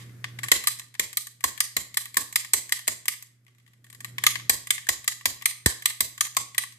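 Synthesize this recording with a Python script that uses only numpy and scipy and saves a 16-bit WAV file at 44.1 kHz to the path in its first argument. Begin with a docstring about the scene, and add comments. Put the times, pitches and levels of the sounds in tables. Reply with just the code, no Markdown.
"""Spring-driven pick gun in a brass lock

A pick gun snaps against a brass lock, close to two microphones in a small bare room. Each squeeze fires
the needle, each release clacks the trigger back; loose parts tick between. Noise rattles excite damped
modes and a decaying room; one low gliding sine is a knock through the table. Sine hum and filtered hiss
lie beneath, louder at the start and again around the beginning of the second run."""
import sys
import numpy as np
from scipy import signal
from scipy.fft import rfft, irfft
from scipy.io import wavfile
from scipy.ndimage import uniform_filter1d

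SR = 44100
rng = np.random.default_rng(int(sys.argv[2]) if len(sys.argv) > 2 else 0)


def persist_wave(psi):
    """Save psi, clipped to +-1, as 16-bit WAV."""
    counts = np.round(np.clip(psi, -1, 1) * 32767).astype(np.int16)
    wavfile.write(sys.argv[1], SR, np.atleast_2d(counts).T)


N = 298998  # samples in the scene

# Ticks of trigger, spring and needle: t/s, peak level/dB, treble level/dB
TICK_EVENTS = [(-0.02, -17, -9), (0.0942, -46, -15), (0.2425, -16.5, -31), (0.388, -23.5, -26),
               (0.3912, -30, -3), (0.433, -16.5, -1), (0.4396, -18, -2), (0.4458, -24, -4),
               (0.46, -33, -14), (0.4846, -18, -4), (0.6393, -20.5, -1.5), (0.682, -10.5, 7),
               (0.788, -32, 8), (0.796, -22, 0.5), (0.817, -38, -15), (0.9417, -35, -1), (0.9508, -32, -12),
               (1.1298, -26, 1.5), (1.2699, -24, 2.5), (1.407, -33, -2), (1.5769, -25, -4),
               (1.9429, -24, 3.5), (2.056, -24, -2), (2.1433, -24.5, 1.5), (2.156, -34.5, 1),
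               (2.3267, -24, 4.5), (2.4475, -23.5, -1.5), (2.6936, -25, 2.5), (2.771, -32, -8),
               (2.7914, -26, -3), (3.056, -24, 2), (3.1373, -28, -1), (3.2249, -28, 9), (3.466, -46, -11),
               (3.481, -47.5, -11.5), (3.5486, -54, -5), (3.5835, -50, -4), (3.5998, -53.5, -10.5),
               (3.664, -47.5, -7), (3.678, -46.5, -6.5), (3.734, -47.5, -6.5), (3.8435, -39.5, -1),
               (3.866, -45, -5), (3.901, -35, 2), (3.928, -34.5, 2), (3.948, -34.5, 0), (4.0053, -27.5, 0),
               (4.046, -19.5, -2.5), (4.1826, -15.5, -11), (4.2381, -7.5, -1), (4.356, -15, -13),
               (4.398, -29, -18), (4.6712, -23, 0), (4.78, -21, -7), (4.8686, -24.5, -2), (5.0432, -28, 3),
               (5.1206, -26, -5), (5.2102, -32.5, -7), (5.412, -35, -8), (5.4223, -24.5, -5),
               (5.5104, -25.5, -3), (5.823, -25.5, -1), (5.903, -22.5, -10), (6.1785, -26, -3),
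               (6.251, -25, -15), (6.2677, -23, 0), (6.547, -25.5, -4), (6.6368, -21.5, -5),
               (6.723, -37.5, 1)]
# Level shared by hum and hiss: t/s, level/dB
BACKGROUND_LEVEL = [(0, -44), (.2, -45), (.48, -43), (.53, -85), (.68, -53.5), (1, -62), (2, -58.5),
                    (3.2, -62.5), (3.75, -61), (3.95, -56.5), (4.1, -47), (4.25, -47), (4.45, -47.5),
                    (4.52, -54.5), (4.9, -60), (5.3, -59.5), (6.78, -59.5)]
# Hum tones before the shared level: f/Hz, relative level/dB
HUM_TONES = [(120, -1), (240, -26), (360, -29.5)]
# Shape of the hiss spectrum: f/Hz, relative level per Hz/dB
HISS_SPECTRUM = [(25, -12), (50, -20), (90, -6), (180, -2), (300, -9), (900, -27), (1500, -19.5),
                 (2100, -20), (2800, -28.5), (8000, -28.5), (15000, -29.5)]
# Needle fires: t/s, peak level/dB, housing f/Hz, steel f/Hz, treble level/dB, brass level/dB
SNAP_EVENTS = [(0.5166, 1.5, 1924, 7460, 1, 2), (0.996, -6.5, 2010, 7560, 1.5, 1.5),
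               (1.4402, -5, 1800, 7470, 3, 9.5), (1.7665, -7.5, 1970, 7400, 2.5, 5.5),
               (2.1694, -3.5, 1740, 7570, 3.5, 10.5), (2.5348, -1.5, 2020, 7850, 7, 5),
               (2.8781, -6, 1970, 7270, 4.5, 5), (4.4957, -1, 1865, 7800, 5, 7.5),
               (4.8888, -4, 1960, 7200, 5, 6), (5.256, -4.5, 1940, 7060, 2.5, 6),
               (5.6605, -2, 1750, 7800, 4.5, 8.5), (6.0059, -4, 2010, 7750, 5, 6),
               (6.3673, -6, 2070, 7530, 3.5, 12)]
# Trigger clacks back: t/s, peak level/dB, housing f/Hz, steel f/Hz, treble level/dB, brass level/dB
RETURN_EVENTS = [(0.6717, -4, 1980, 8230, 4.5, 6), (1.1712, -7, 2000, 8500, 8, 3),
                 (1.6041, -4.5, 1920, 8400, 4.5, 2.5), (1.9712, -6, 1890, 7950, 4, 3),
                 (2.358, -3.5, 2010, 7550, 2.5, 2.5), (2.722, -5.5, 1930, 7900, 3, -1.5),
                 (3.0816, -6, 2040, 7840, 3, 0), (4.2656, 1, 2100, 6580, 0, 2.5),
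                 (4.7055, -3.5, 2070, 7600, 0, -7.5), (5.0778, -6, 1900, 7240, 4, 5),
                 (5.4568, -3, 2030, 8550, 3.5, 2), (5.857, -3, 2010, 7970, 2.5, 2),
                 (6.2082, -4.5, 1840, 6750, 4, 6), (6.5803, -5.5, 1980, 8360, 1.5, 0.5)]
# Faint short ticks just before some snaps: t/s, peak level/dB
FAINT_TICK_EVENTS = [(0.979, -55), (1.43, -41), (2.871, -25), (6.348, -33), (6.358, -57)]
# Knock through the table: t/s, level/dB, end f/Hz, extra f at onset/Hz, glide time/s, decay time T60/s
TABLE_KNOCKS = [(5.663, -12.5, 64.4, 343, 0.0018, 0.068)]
# Other resonances of gun and lock: f/Hz, bandwidth/Hz, level/dB before scatter and treble
GUN_MODES = [(3994, 250, -7), (4845, 420, -10.5), (6180, 330, -9.5), (8650, 137, -5), (13940, 6800, -12.5),
             (15800, 660, -13)]
# Reverberation of the room: f/Hz, T60/s
ROOM_DECAY = [(200, 0.35), (1000, 0.46), (2000, 0.46), (4000, 0.43), (8000, 0.36), (14000, 0.33)]
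# Colour of the reflections: f/Hz, left level/dB, right level/dB
REFLECTION_COLOUR = [(304, 6.5, 5), (1000, -5.5, -5), (2120, -5.5, -6), (3640, -1.5, -1.5), (5600, 4, -0.5),
                     (7200, -1.5, 4), (11000, -3, 0.5), (15000, -10.5, -1.5)]

# What all blows of a kind share: levels in dB, brass pitch in Hz, rise and fall in s, bounces as a share;
# pan_db is left over right, before the treble tilt.
TICK = dict(thump_db=-28.5, pan_db=2.5, room_db=-11.5, brass_hz=1150, bounce=0.08, brass_db=3.5,
            trigger_db=-5, spring_db=-5.5, rise_s=0.00067, fall_s=0.0047)
SNAP = dict(thump_db=-15, pan_db=1, room_db=-9.5, brass_hz=1098, bounce=0.14,
            trigger_db=-3.5, spring_db=-6.5, rise_s=0.0021, fall_s=0.0052)
RETURN = dict(thump_db=-35.5, pan_db=1, room_db=-10, brass_hz=1217, bounce=0.15,
              trigger_db=-3, spring_db=-3.4, rise_s=0.0024, fall_s=0.0043)
FAINT_TICK = dict(thump_db=-29.5, pan_db=-0.5, room_db=-15.5, brass_hz=1127, bounce=0.096, brass_db=-1.5,
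                  trigger_db=-17, spring_db=-3.5, rise_s=0.0012, fall_s=0.0024)
TICK_HOUSING_HZ, TICK_STEEL_HZ, FAINT_TICK_HOUSING_HZ = 1917, 7530, 1800
# Ticks come from many spots: spread of housing pitch (share) and of left-right balance (dB).
TICK_DETUNE, TICK_SCATTER_DB = 0.04, 3
# Hands shade the weaker loose ticks, so the room carries more of them: dB of room per dB below SHADED_DB.
SHADED_DB, SHADED_WET = -32, 0.4
LAG_S = 6 / SR  # the right microphone is farther from the gun
LENGTH, HOP = 2 ** 14, 64  # samples: a blow with its tail, and one frame of the room
TICK_FRAMES = 129  # all ticks are followed half as long
EDGE_HZ = 14750  # upper band limit


def amp(db):
    """Level and amplitude: 20 dB is a factor of ten."""
    return 10 ** (np.asarray(db) / 20)


def read(hz, at_hz, values):
    """Logarithmic pitch scale: values are interpolated along log frequency."""
    return np.interp(np.log(hz + 1), np.log(np.asarray(at_hz) + 1), values)


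def add(mix, s, sound):
    """Superposition: a sound is summed in from time s, cut at the ends of the scene."""
    start = round(s * SR)
    part = mix[:, max(start, 0):][:, :sound.shape[1] + min(start, 0)]
    part += sound[:, max(-start, 0):][:, :part.shape[1]]


def ring(hz, mode_hz, width_hz):
    """Damped resonance: the response of one mode, with gain 1 at its centre."""
    return 1j * hz * width_hz / (mode_hz ** 2 - hz ** 2 + 1j * hz * width_hz)


def causal(gain):
    """Minimum phase: a gain over pitch is given the phase with which it rings only after its blow."""
    half = len(gain) - 1
    folded = irfft(np.log(gain + 1e-5))
    one_sided = np.concatenate([folded[:1], 2 * folded[1:half], np.zeros(half)])
    return np.exp(rfft(one_sided))


def blend(shared, own, same):
    """Partial coherence: shared and separate noise spectra mix at constant power."""
    return same * shared + np.sqrt(1 - same ** 2) * np.array(own)


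def pair(same, size):
    """Coherence at two microphones: noise alike in the bass, falling to the share same in the treble."""
    shared, *own = rfft(rng.standard_normal((3, size)))
    hz = np.fft.rfftfreq(size, 1 / SR)
    alike = np.clip(same + (1 - same) / (1 + hz / 300), 0, 1)
    return irfft(blend(shared, own, alike))


def reflections():
    """Reverberation: level over pitch and time at each microphone, each band dying at its own speed."""
    hz = np.fft.rfftfreq(2 * HOP, 1 / SR)
    t = np.arange(LENGTH // HOP + 1) * HOP / SR
    at_hz, left_db, right_db = np.transpose(REFLECTION_COLOUR)
    colour_db = np.array([read(hz, at_hz, left_db), read(hz, at_hz, right_db)])[:, :, None]
    # a far-wall cluster near 47 ms, stronger on the right
    wall_db = np.array([3., 5.])[:, None, None] * np.exp(-((t - 0.047) / 0.011) ** 2)
    decay_db = -60 * t / read(hz, *np.transpose(ROOM_DECAY))[:, None]
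    density = np.clip(t / 0.0043 - 0.3, 0, 1)  # full from about 5.6 ms
    level = amp(colour_db + wall_db + decay_db) * density
    return level / np.sqrt((level[0] ** 2).sum(1).mean())


def resonant_body(hz, housing_hz, steel_hz, treble_db, thump_db, brass_hz, brass_db, trigger_db, spring_db):
    """Modal superposition: ringing small parts, brass, and the low thump of the lock."""
    spread_db = 2.2 * rng.standard_normal(len(GUN_MODES))  # each blow lands differently
    modes = [(f, w, db + off_db + treble_db) for (f, w, db), off_db in zip(GUN_MODES, spread_db)]
    modes += [(housing_hz, 260, 6), (steel_hz, 800, treble_db - 3.5), (3250, 400, trigger_db)]
    modes += [(10700, 500, spring_db), (11550, 400, spring_db)]
    # these modes belong to separate parts, so their powers add
    power = sum(abs(amp(db) * ring(hz, f, w)) ** 2 for f, w, db in modes)
    metal = causal(np.sqrt(power)) + amp(brass_db) * ring(hz, brass_hz, 84)
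    metal *= (1j * hz / (650 + 1j * hz)) ** 4  # small parts radiate little bass
    # a wide knock of the lock body, and a low jolt arriving 14 ms late through arms and table
    knock = ring(hz, 450, 960)
    jolt = amp(2.5) * ring(hz, 90, 53) * np.exp(-2j * np.pi * hz * 0.014)
    return metal + amp(thump_db) * (knock + jolt)


def blow(room, housing_hz, steel_hz, treble_db, pan_db, room_db, rise_s, fall_s, bounce, **parts):
    """Impact excitation: a short rattle of contacts and its reflections ring the modes; peak about 1."""
    size = (room.shape[2] - 1) * HOP
    t, hz = np.arange(size) / SR, np.fft.rfftfreq(size, 1 / SR)
    main_contact = np.exp(-np.maximum(t - rise_s, 0) / fall_s)
    bounces = bounce * np.exp(-t / 0.0062)
    swell = np.minimum(t / rise_s, 1) ** 2 * (main_contact + bounces)
    strength = np.linalg.norm(swell)
    body = resonant_body(hz, housing_hz, steel_hz, treble_db, **parts)
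    body_gain = np.sqrt(np.mean(abs(body) ** 2))

    # the treble favours the right microphone
    left_db = pan_db - 1.8 * np.clip(np.log2((hz + 1) / 4000), 0, 1)
    right_delay = np.exp(-2j * np.pi * hz * LAG_S)
    ports = np.array([amp(left_db / 2), amp(-left_db / 2) * right_delay])
    rattle = rfft(swell * pair(0.55, size))
    direct = irfft(rattle * body * ports)
    direct *= strength * body_gain / np.sqrt((direct ** 2).sum(1).mean())

    # the gun shifts in the hand, so no two blows meet the walls alike
    frames = signal.stft(pair(0.18, size), nperseg=2 * HOP)[2]
    scattered = signal.istft(frames * room, nperseg=2 * HOP)[1]
    tail = rfft(scattered / np.sqrt(HOP)) * body * strength
    # the walls return part of the uneven fine spectrum of this rattle
    rattle_power = (abs(rattle) ** 2).mean(0)
    uneven = np.sqrt(uniform_filter1d(rattle_power, size=size // 400)) ** 0.6
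    tail = irfft(tail * uneven / np.sqrt(np.mean(uneven ** 2)))
    return (direct + amp(room_db) * tail) / body_gain / 2


def loose_ticks(room):
    """Light impacts: trigger, spring and needle tick at scattered spots, the weaker ones with more room."""
    out = np.zeros((2, N))
    scatter = rng.standard_normal((len(TICK_EVENTS), 2))
    for (s, db, treble_db), (pitch, side) in zip(TICK_EVENTS, scatter):
        spot = dict(TICK)
        spot["pan_db"] += TICK_SCATTER_DB * side
        spot["spring_db"] += treble_db
        spot["room_db"] += SHADED_WET * max(SHADED_DB - db, 0)
        housing_hz = TICK_HOUSING_HZ * (1 + TICK_DETUNE * pitch)
        tick = blow(room[:, :, :TICK_FRAMES], housing_hz, TICK_STEEL_HZ, treble_db, **spot)
        add(out, s - 0.0008, amp(db) * tick)  # starts ahead of its listed peak
    return out


def background():
    """Harmonic tones and coloured noise: mains hum over hiss, shared in the bass, separate in the treble."""
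    t, hz = np.arange(N) / SR, np.fft.rfftfreq(N, 1 / SR)
    hum = sum(amp(db) * np.sqrt(2) * np.sin(2 * np.pi * (f * t + rng.random())) for f, db in HUM_TONES)
    shared, *own = rfft(rng.standard_normal((3, N)))
    same = np.clip(1 / (1 + hz / 1500), 0, 1)
    hiss = irfft(blend(shared, own, same) * amp(read(hz, *np.transpose(HISS_SPECTRUM))), N)
    hiss *= amp(-9.5) / hiss.std()
    level = amp(np.interp(t, *np.transpose(BACKGROUND_LEVEL)))
    return (hum * amp([[-0.7], [0.7]]) + hiss) * level  # hum slightly stronger on the right


def full_blows(events, kind, room):
    """Repeated impact: blows of one kind, each with its own pitches and levels."""
    out = np.zeros((2, N))
    for s, db, housing_hz, steel_hz, treble_db, brass_db in events:
        sound = blow(room, housing_hz, steel_hz, treble_db, brass_db=brass_db, **kind)
        add(out, s - 0.0015, amp(db) * sound)  # starts ahead of its listed peak
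    return out


def needle_snaps(room):
    """Impulsive excitation: the fired needle rings gun and lock with a marked thump."""
    return full_blows(SNAP_EVENTS, SNAP, room)


def trigger_returns(room):
    """Impulsive excitation: the returning trigger rings the same parts with little thump."""
    return full_blows(RETURN_EVENTS, RETURN, room)


def faint_ticks(room):
    """Brief excitation: faint short ticks ring the same modes just before some snaps."""
    out = np.zeros((2, N))
    for s, db in FAINT_TICK_EVENTS:
        tick = blow(room[:, :, :TICK_FRAMES], FAINT_TICK_HOUSING_HZ, TICK_STEEL_HZ, 0, **FAINT_TICK)
        add(out, s, amp(db) * tick)
    return out


def table_thud():
    """Damped oscillation: a low swing through the table whose pitch drops as it dies."""
    out, t = np.zeros((2, N)), np.arange(SR // 4) / SR
    for s, db, end_hz, extra_hz, glide_s, t60 in TABLE_KNOCKS:
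        turns = end_hz * t + extra_hz * glide_s * (1 - np.exp(-t / glide_s))
        swing = amp(db - 60 * t / t60) * np.sin(2 * np.pi * turns)
        add(out, s, swing * amp([[-0.7], [0.7]]))
    return out


def scene():
    """Linear superposition: gun and lock in one room, table knock, hum and hiss."""
    room = reflections()
    gun = loose_ticks(room) + needle_snaps(room) + trigger_returns(room) + faint_ticks(room)
    return gun + background() + table_thud()


def record(dry):
    """Clipping and band limitation: a hard ceiling, then a linear-phase low-pass."""
    taps = signal.firwin(121, EDGE_HZ, window=("kaiser", 6), fs=SR)
    return signal.oaconvolve(np.clip(dry, -0.95, 0.95), taps[None], "same")


dry = scene()
out = record(dry)
persist_wave(out)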